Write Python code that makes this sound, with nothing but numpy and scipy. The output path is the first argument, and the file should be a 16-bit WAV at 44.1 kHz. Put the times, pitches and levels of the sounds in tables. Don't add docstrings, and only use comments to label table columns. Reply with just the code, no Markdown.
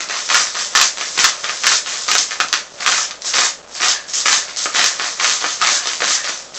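import sys
import numpy as np
from scipy import signal
from scipy.fft import rfft, irfft
from scipy.io import wavfile
from scipy.ndimage import uniform_filter1d

SR = 44100
rng = np.random.default_rng(int(sys.argv[2]) if len(sys.argv) > 2 else 0)


def put_to_file(sound):
    columns = np.atleast_2d(sound).T
    safe = np.clip(columns, -1, 1)
    whole_steps = np.round(safe * 32767)
    wavfile.write(sys.argv[1], SR, whole_steps.astype(np.int16))


N = 290574

# frequency in Hz, level in dB.
SIMMER_SPECTRUM = [(20, -10.5), (55, -19.5), (100, -8.5), (180, 0.5), (350, 1), (490, 7), (590, 11.5),
                   (720, 5), (900, 3), (1300, 3), (2200, -4), (7000, -8)]
RATTLE_SPECTRUM = [(100, -39.5), (400, -35.5), (1200, -13.5), (2500, -14.5), (3600, -4), (4600, -1),
                   (5600, 3), (7000, 4.5), (8000, -3)]
CRUNCH_SPECTRUM = [(40, -39.5), (120, -43), (280, -13.5), (550, -6.5), (900, -4.2), (1300, 1.3),
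                   (2000, 2.5), (2900, -1.1), (4500, -1.2), (6300, -8.5), (8000, -16)]
SNAP_SPECTRUM = [(40, -46.5), (120, -35), (280, -16), (550, -9.5), (900, -5), (1400, 5.5), (2100, 4.8),
                 (3000, 5), (4500, 3.5), (6300, 0.5), (8000, -6)]
# frequency in Hz, level in dB, T60 in seconds.
HOUSING_MODES = [(184, -28, 0.12), (290, -21, 0.12), (730, -20, 0.07), (1038, -15, 0.022),
                 (1200, -12.5, .025), (1560, -26, 0.012), (1750, -20.5, 0.015), (2500, -21, 0.04),
                 (4530, -25, 0.017), (6200, -3.5, 0.021)]
SHELL_MODES = [(1165, -2, 0.0714), (1235.7, 0, .1), (1300, -.5, .1), (1425, 1, .09), (1551, 1.5, .09),
               (1690, -2, .09), (1870, -1, .08), (2030, 1, .08)]
# start and length in seconds, pitch in Hz, level in dB.
CAP_RUBS = [(3.931, 0.08, 1690, -37.5), (4.032, 0.087, 1677, -47.5), (4.368, 0.067, 1750, -44),
            (4.901, 0.063, 1718, -39), (5.756, 0.075, 1667, -38), (6.154, 0.09, 1750, -35.5)]
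# time in seconds, level in dB.
SALT_STIRRING = [(0, -40), (1.35, -31), (2.3, -36), (2.68, -45), (2.8, -38), (3.17, -48), (3.3, -36),
                 (3.64, -56), (3.75, -30), (4.05, -43), (4.9, -32), (5.4, -33), (6.36, -30), (6.5, -44)]
# start in seconds; crush length in seconds, level in dB, 20 dB fade in seconds;
# salt length in seconds, level in dB, swell in seconds, 20 dB fade in seconds.
FORWARD_TWISTS = [(0.297, 0.089, -16.4, 0.146, 0.12, -15.9, 0.043, 0.134),
                  (0.746, 0.079, -15.0, 0.076, 0.121, -15.5, 0.004, 0.042),
                  (1.174, 0.09, -17.1, 0.138, 0.095, -15.8, 0.004, 0.063),
                  (1.632, 0.097, -18.3, 0.08, 0.139, -14.6, 0.036, 0.04),
                  (2.075, 0.083, -18.7, 0.087, 0.138, -17.1, 0.029, 0.088),
                  (2.857, 0.085, -16.8, 0.168, 0.173, -18.8, 0.004, 0.065),
                  (3.332, 0.107, -15.3, 0.088, 0.131, -16.2, 0.026, 0.066),
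                  (3.8, 0.081, -16.1, 0.144, 0.119, -15.5, 0.062, 0.04),
                  (4.252, 0.083, -16.8, 0.145, 0.113, -15.2, 0.004, 0.086),
                  (4.74, 0.095, -14.5, 0.152, 0.136, -18.4, 0.019, 0.116),
                  (5.194, 0.085, -16.6, 0.149, 0.145, -17.8, 0.044, 0.12),
                  (5.609, 0.086, -14.6, 0.165, 0.163, -15.6, 0.104, 0.04),
                  (6.014, 0.087, -17.3, 0.173, 0.14, -15.0, 0.124, 0.04)]
RETURN_TWISTS = [(0.0, 0.009, -20.6, 0.06, 0.008, -15.4, 0.055, 0.05),
                 (0.085, 0.113, -21.1, 0.067, 0.211, -26.6, 0.046, 0.105),
                 (0.542, 0.062, -21.8, 0.072, 0.093, -21.2, 0.057, 0.13),
                 (0.971, 0.083, -24.5, 0.086, 0.2, -26.9, 0.032, 0.1),
                 (1.429, 0.067, -24.0, 0.133, 0.202, -28.0, 0.089, 0.099),
                 (1.858, 0.099, -25.0, 0.077, 0.175, -24.7, 0.011, 0.106),
                 (2.298, 0.029, -22.0, 0.056, 0.019, -27.1, 0.016, 0.08),
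                 (2.398, 0.018, -19.7, 0.043, 0.014, -22.6, 0.004, 0.071),
                 (2.521, 0.011, -21.8, 0.125, 0.023, -24.8, 0.02, 0.096),
                 (2.799, 0.033, -21.2, 0.077, 0.064, -26.8, 0.004, 0.097),
                 (3.242, 0.036, -29.0, 0.061, 0.042, -17.2, 0.032, 0.081),
                 (3.743, 0.055, -35.0, 0.1, 0.021, -25.9, 0.004, 0.06),
                 (4.075, 0.033, -39.0, 0.102, 0.039, -27.3, 0.017, 0.104),
                 (4.129, 0.084, -38.2, 0.091, 0.084, -17.4, 0.015, 0.04),
                 (4.475, 0.026, -28.4, 0.078, 0.028, -35.0, 0.025, 0.093),
                 (4.564, 0.092, -31.7, 0.101, 0.081, -19.9, 0.008, 0.078),
                 (4.986, 0.086, -21.0, 0.095, 0.097, -24.3, 0.057, 0.136),
                 (5.403, 0.095, -21.2, 0.087, 0.135, -23.8, 0.046, 0.062),
                 (5.83, 0.082, -21.7, 0.06, 0.128, -26.5, 0.02, 0.098),
                 (6.239, 0.027, -20.9, 0.156, 0.054, -26.5, 0.027, 0.117),
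                 (6.536, 0.05, -34.6, 0.1, 0.05, -25.8, 0.039, 0.1)]
# start in seconds, force in dB, treble in dB, bass in dB,
# jolt pitch in Hz, shell ring in dB.
BIG_CRACKS = [(0.0976, -6.0, -2.0, 12.0, 1210.0, 0.0), (0.2901, -3.0, 2.0, -1.0, 1710.0, 0.0),
              (0.301, 3.0, -4.0, -6.5, 1410.0, 2.0), (0.3446, 8.0, -3.0, 1.0, 1435.0, 3.0),
              (0.3537, 3.5, -10.5, -5.5, 1425.0, 5.0), (0.751, 6.0, -5.0, 3.5, 1250.0, 2.0),
              (0.7596, 4.0, 7.5, 0.5, 1240.0, 0.0), (0.7735, 4.0, 0.5, 1.5, 1250.0, -3.0),
              (0.813, 11.0, 2.5, -3.5, 1540.0, -3.0), (0.9727, -9.0, -2.0, -0.5, 1470.0, 0.0),
              (1.011, -2.0, -2.5, 9.0, 2060.0, 0.0), (1.1761, -1.5, -12.5, 10.0, 1330.0, 0.0),
              (1.19, 5.0, -9.5, -2.5, 1400.0, -5.0), (1.2423, 9.5, 4.0, 0.5, 2050.0, 0.0),
              (1.246, 5.5, -2.0, 3.0, 1550.0, 0.0), (1.4425, -2.0, -1.5, 6.0, 1420.0, -8.0),
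              (1.4944, -1.0, -8.5, 2.0, 1870.0, 0.0), (1.6359, -0.5, -0.5, 2.5, 1680.0, 0.0),
              (1.6669, 8.5, -1.5, -11.5, 1150.0, -8.0), (1.7187, 3.0, -1.5, -6.0, 1220.0, 0.0),
              (1.8612, -9.0, -2.0, 1.0, 1270.0, 0.0), (2.0863, -0.5, -2.5, -3.0, 1260.0, 4.0),
              (2.115, 6.0, 1.5, 5.0, 1950.0, -8.0), (2.1523, 6.5, -1.0, 7.0, 1620.0, 0.0),
              (2.1825, 6.0, 18.5, -2.0, 1920.0, 0.0), (2.3082, -11.5, 1.5, -0.5, 1660.0, 0.0),
              (2.4016, 6.0, -4.0, 7.0, 1290.0, 3.0), (2.4848, -8.0, 14.0, 0.5, 1280.0, 0.0),
              (2.5279, 7.0, 2.0, -5.5, 1660.0, -3.0), (2.5389, 3.0, -5.0, -3.5, 1660.0, 0.0),
              (2.8624, 6.5, -9.0, 0.0, 1180.0, 2.0), (2.8774, 3.5, -1.0, -4.5, 1220.0, 0.0),
              (2.9204, 2.0, -5.0, -4.5, 1540.0, 6.0), (2.9797, -1.0, 1.0, -1.0, 1230.0, 0.0),
              (3.1094, -7.5, -0.0, -1.0, 1220.0, 0.0), (3.22, -9.0, 15.5, -0.5, 1210.0, 0.0),
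              (3.3392, 0.5, -2.0, 3.5, 1900.0, 0.0), (3.383, 2.0, -10.0, 8.0, 1510.0, 0.0),
              (3.831, 1.5, -6.5, -3.5, 1440.0, 0.0), (3.8833, 3.0, 16.0, -2.5, 1900.0, 0.0),
              (4.136, -5.5, 9.5, -3.5, 1720.0, 0.0), (4.2589, 3.5, -8.0, -5.0, 1990.0, 4.0),
              (4.2826, 4.5, -13.5, -9.0, 1540.0, 0.0), (4.3286, 7.0, -0.0, -4.0, 1950.0, 3.0),
              (4.5618, -9.5, 13.5, -0.5, 1150.0, 0.0), (4.6572, -0.5, -10.0, 15.0, 1240.0, 5.0),
              (4.7466, -4.0, -9.5, 13.0, 1590.0, 0.0), (4.7932, 5.5, -1.5, 0.0, 2020.0, 0.0),
              (4.8412, 4.5, 4.5, -1.5, 2060.0, 0.0), (4.8615, 3.5, 11.0, -0.5, 1220.0, 0.0),
              (4.9969, -0.5, -14.5, 7.5, 1660.0, 4.0), (5.1984, -4.5, -8.0, 6.0, 1140.0, 8.0),
              (5.2443, 3.5, -1.5, -5.0, 1220.0, 5.0), (5.2968, 1.5, 5.5, -3.5, 1980.0, -4.0),
              (5.442, 1.0, -14.0, 15.0, 1220.0, 2.0), (5.6149, 0.0, -4.0, 6.5, 1295.0, 10.0),
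              (5.672, 3.5, 7.0, 1.5, 1240.0, 8.0), (5.8722, 1.0, 12.0, 16.0, 1330.0, 0.0),
              (5.933, -4.5, 5.0, -1.5, 1960.0, 0.0), (6.0047, -2.0, -4.0, 8.5, 1940.0, 0.0),
              (6.0197, 3.0, -10.5, 15.0, 1670.0, -3.0), (6.107, -0.5, 0.0, 3.0, 1650.0, -4.0),
              (6.2433, -6.0, -0.5, 15.0, 1450.0, 0.0), (6.2936, -4.5, -2.5, 14.0, 1290.0, -8.0)]
# frequency in Hz, T60 in seconds.
ROOM_DECAY = [(200, 0.138), (1400, 0.236), (4000, 0.2097), (7500, 0.2357)]


def gain_of(db):
    return 10 ** (np.asarray(db) / 20)


def unit_rms(x):
    return x / np.sqrt(np.mean(x ** 2) + 1e-20)


def curve_at(points, hz):
    point_hz, value = np.transpose(points)
    return np.interp(np.log(hz + 1), np.log(point_hz), value)


def add(mix, start_s, sound):
    part = mix[max(round(start_s * SR), 0):][:len(sound)]
    part += sound[:len(part)]


def mic_lowpass(x, edge_hz=7900):
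    return signal.oaconvolve(x, signal.firwin(121, edge_hz, window=("kaiser", 8), fs=SR), "same")


def cut_rumble(x, corner_hz):
    return signal.sosfilt(signal.butter(3, corner_hz, "highpass", fs=SR, output="sos"), x)


def causal_click(spectrum_db):
    log_gain = np.log(gain_of(np.concatenate([spectrum_db, spectrum_db[-2:0:-1]])))
    return np.fft.ifft(np.exp(np.conj(signal.hilbert(log_gain)))).real


def grain(spectrum, ragged_db, smear_s, treble_db=0, bass_db=0, size=2048):
    hz = np.fft.rfftfreq(size, 1 / SR)
    noise = rng.standard_normal((2, len(hz)))
    shape, path = unit_rms(uniform_filter1d(uniform_filter1d(noise, 50), 30))
    tilt_db = curve_at([(70, 0), (260, bass_db), (520, bass_db), (1100, 0),
                        (2200, 0.0042), (5000, treble_db)], hz)
    click = causal_click(curve_at(spectrum, hz) + ragged_db * shape + tilt_db)
    delay_s = smear_s * (1 + np.tanh(path)) / 2
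    click = irfft(rfft(click) * np.exp(-2j * np.pi * np.cumsum(delay_s) * hz[1]))
    return click / np.linalg.norm(mic_lowpass(click))


def grain_stream(spectrum, per_s, spread_db, ragged_db, steady_s, smear_s=0.0007075, kinds=32):
    hits = gain_of(spread_db * np.minimum(rng.exponential(1, N), 4))
    hits *= rng.random(N) < per_s / SR
    window = int(steady_s * SR)
    power = uniform_filter1d(uniform_filter1d(hits ** 2, window), window)
    hits *= rng.choice([-1, 1], N) / np.sqrt(abs(power) + 1e-6)
    kind = rng.integers(0, kinds, N)
    return sum(signal.oaconvolve(hits * (kind == k), grain(spectrum, ragged_db, smear_s))[:N]
               for k in range(kinds))


def stove(mains_hz=60):
    hum = np.sqrt(2) * np.sin(2 * np.pi * mains_hz * np.arange(N) / SR)
    simmer = grain_stream(SIMMER_SPECTRUM, per_s=700, spread_db=0, ragged_db=2, steady_s=0.18, kinds=24)
    return gain_of(-64.5) * hum + gain_of(-41) * simmer


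def room_response(wet_db, early_db, echoes_per_s=4000, size=16000):
    onset = np.clip((np.arange(size) / SR - .002) / 0.00227, 0, 1)
    taps = rng.choice([-1, 1], size) * (rng.random(size) < echoes_per_s / SR) * onset
    hz, frame_s, bands = signal.stft(taps, SR, nperseg=256)
    decay = gain_of(-60 * frame_s / curve_at(ROOM_DECAY, hz)[:, None])
    tail = signal.istft(bands * decay, SR, nperseg=256)[1][:size]
    response = gain_of(wet_db) * tail / np.linalg.norm(tail)
    for echo_s in (.0057, .0083, .0165):
        add(response, echo_s * rng.uniform(0.81, 1.1), gain_of([early_db]))
    return response


def kitchen(x, wet_db, early_db, patterns=7, crossfade_s=.007):
    position = np.arange(N) / SR / crossfade_s
    out = x.copy()
    for k in range(patterns):
        distance = np.minimum(abs((position - k + 1) % patterns - 1), 1)
        out += signal.oaconvolve(x * np.cos(np.pi / 2 * distance), room_response(wet_db, early_db))[:N]
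    return out


def cap_rubbing(width_hz=170):
    out = np.zeros(N)
    for start_s, length_s, hz, db in CAP_RUBS:
        slips = rng.standard_normal(int(length_s * SR))
        pole = np.exp((-np.pi * width_hz + 2j * np.pi * hz) / SR)
        creak = signal.lfilter([1], np.poly([pole, pole]), slips).real
        add(out, start_s, gain_of(db) * unit_rms(creak) * signal.windows.tukey(len(slips), .5))
    return out


def housing(x, ring_db, size=6000):
    t = np.arange(size) / SR
    ring = sum(gain_of(db - 60 * t / t60_s) * np.cos(2 * np.pi * hz * t)
               for hz, db, t60_s in HOUSING_MODES)
    return x + gain_of(ring_db) * signal.oaconvolve(x, ring)[:N]


def twisting(creep_db=-12, creep_db_per_s=350, bite_s=0.00575, sag_db_per_s=26, salt_start_db=-8):
    time_s = np.arange(0, N, 16) / SR
    crush_power = np.zeros(len(time_s))
    salt_power = gain_of(np.interp(time_s, *np.transpose(SALT_STIRRING))) ** 2
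    for twist in FORWARD_TWISTS + RETURN_TWISTS:
        start_s, crush_s, crush_db, crush_fade_s, salt_s, salt_db, swell_s, salt_fade_s = twist
        t = time_s - start_s
        bite_db = creep_db * np.clip(1 - t / bite_s, 0, 1) + creep_db_per_s * np.minimum(t, 0)
        sag_db = sag_db_per_s * np.clip(t, 0, crush_s)
        swell_db = salt_start_db * np.clip(1 - t / swell_s, 0, 1)
        crush_fade_db = 20 * np.maximum(t - crush_s, 0) / crush_fade_s
        salt_fade_db = 20 * np.maximum(t - salt_s, 0) / salt_fade_s
        crush_power += gain_of(crush_db + bite_db - sag_db - crush_fade_db) ** 2
        salt_power += gain_of(salt_db + bite_db + swell_db - salt_fade_db) ** 2
    return [np.interp(np.arange(N) / SR, time_s, np.sqrt(power)) for power in (crush_power, salt_power)]


def salt_sliding(flow):
    ticks = grain_stream(RATTLE_SPECTRUM, per_s=1200, spread_db=2.7, ragged_db=6, steady_s=0.037)
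    return gain_of(-2.9) * flow * ticks


def crushing(effort):
    fractures = grain_stream(CRUNCH_SPECTRUM, per_s=440, spread_db=3.1, ragged_db=6, steady_s=0.0212)
    return gain_of(-3.4) * effort * fractures


def cracking(splinters=5, splinter_db=-12, splinter_s=.004, shell_db=-32, detune_db_per_octave=85,
             smear_s=0.0014996, size=6000):
    out, t = np.zeros(N), np.arange(size) / SR
    for start_s, force_db, treble_db, bass_db, jolt_hz, ring_db in BIG_CRACKS:
        snap = grain(SNAP_SPECTRUM, 1.5, smear_s, treble_db, bass_db)
        add(out, start_s, gain_of(force_db) * snap)
        for delay_s, sign in zip(rng.exponential(splinter_s, splinters), rng.choice([-1, 1], splinters)):
            splinter = grain(SNAP_SPECTRUM, 3.7, smear_s, treble_db, bass_db)
            add(out, start_s + delay_s, sign * gain_of(force_db + splinter_db) * splinter)
        jolt_db = force_db + shell_db + ring_db - max(treble_db, 0)
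        for hz, mode_db, t60_s in SHELL_MODES:
            note_db = jolt_db + mode_db - detune_db_per_octave * abs(np.log2(hz / jolt_hz))
            add(out, start_s, gain_of(note_db - 60 * t / t60_s) * np.cos(2 * np.pi * hz * t))
    return gain_of(6) * out


def scene():
    effort, flow = twisting()
    grinder = housing(crushing(effort) + cracking(), ring_db=-31) + salt_sliding(flow) + cap_rubbing()
    in_room = kitchen(grinder, wet_db=-1, early_db=-17)
    return (cut_rumble(in_room, corner_hz=145) + stove())[None]


def record(dry, edge_hz=16000):
    clipped = np.clip(mic_lowpass(dry[0]), -1, 1)
    band_limit = signal.firwin(511, edge_hz, window=("kaiser", 9), fs=SR)
    return signal.oaconvolve(clipped, band_limit, "same")[None]


dry = scene()
out = record(dry)
put_to_file(out)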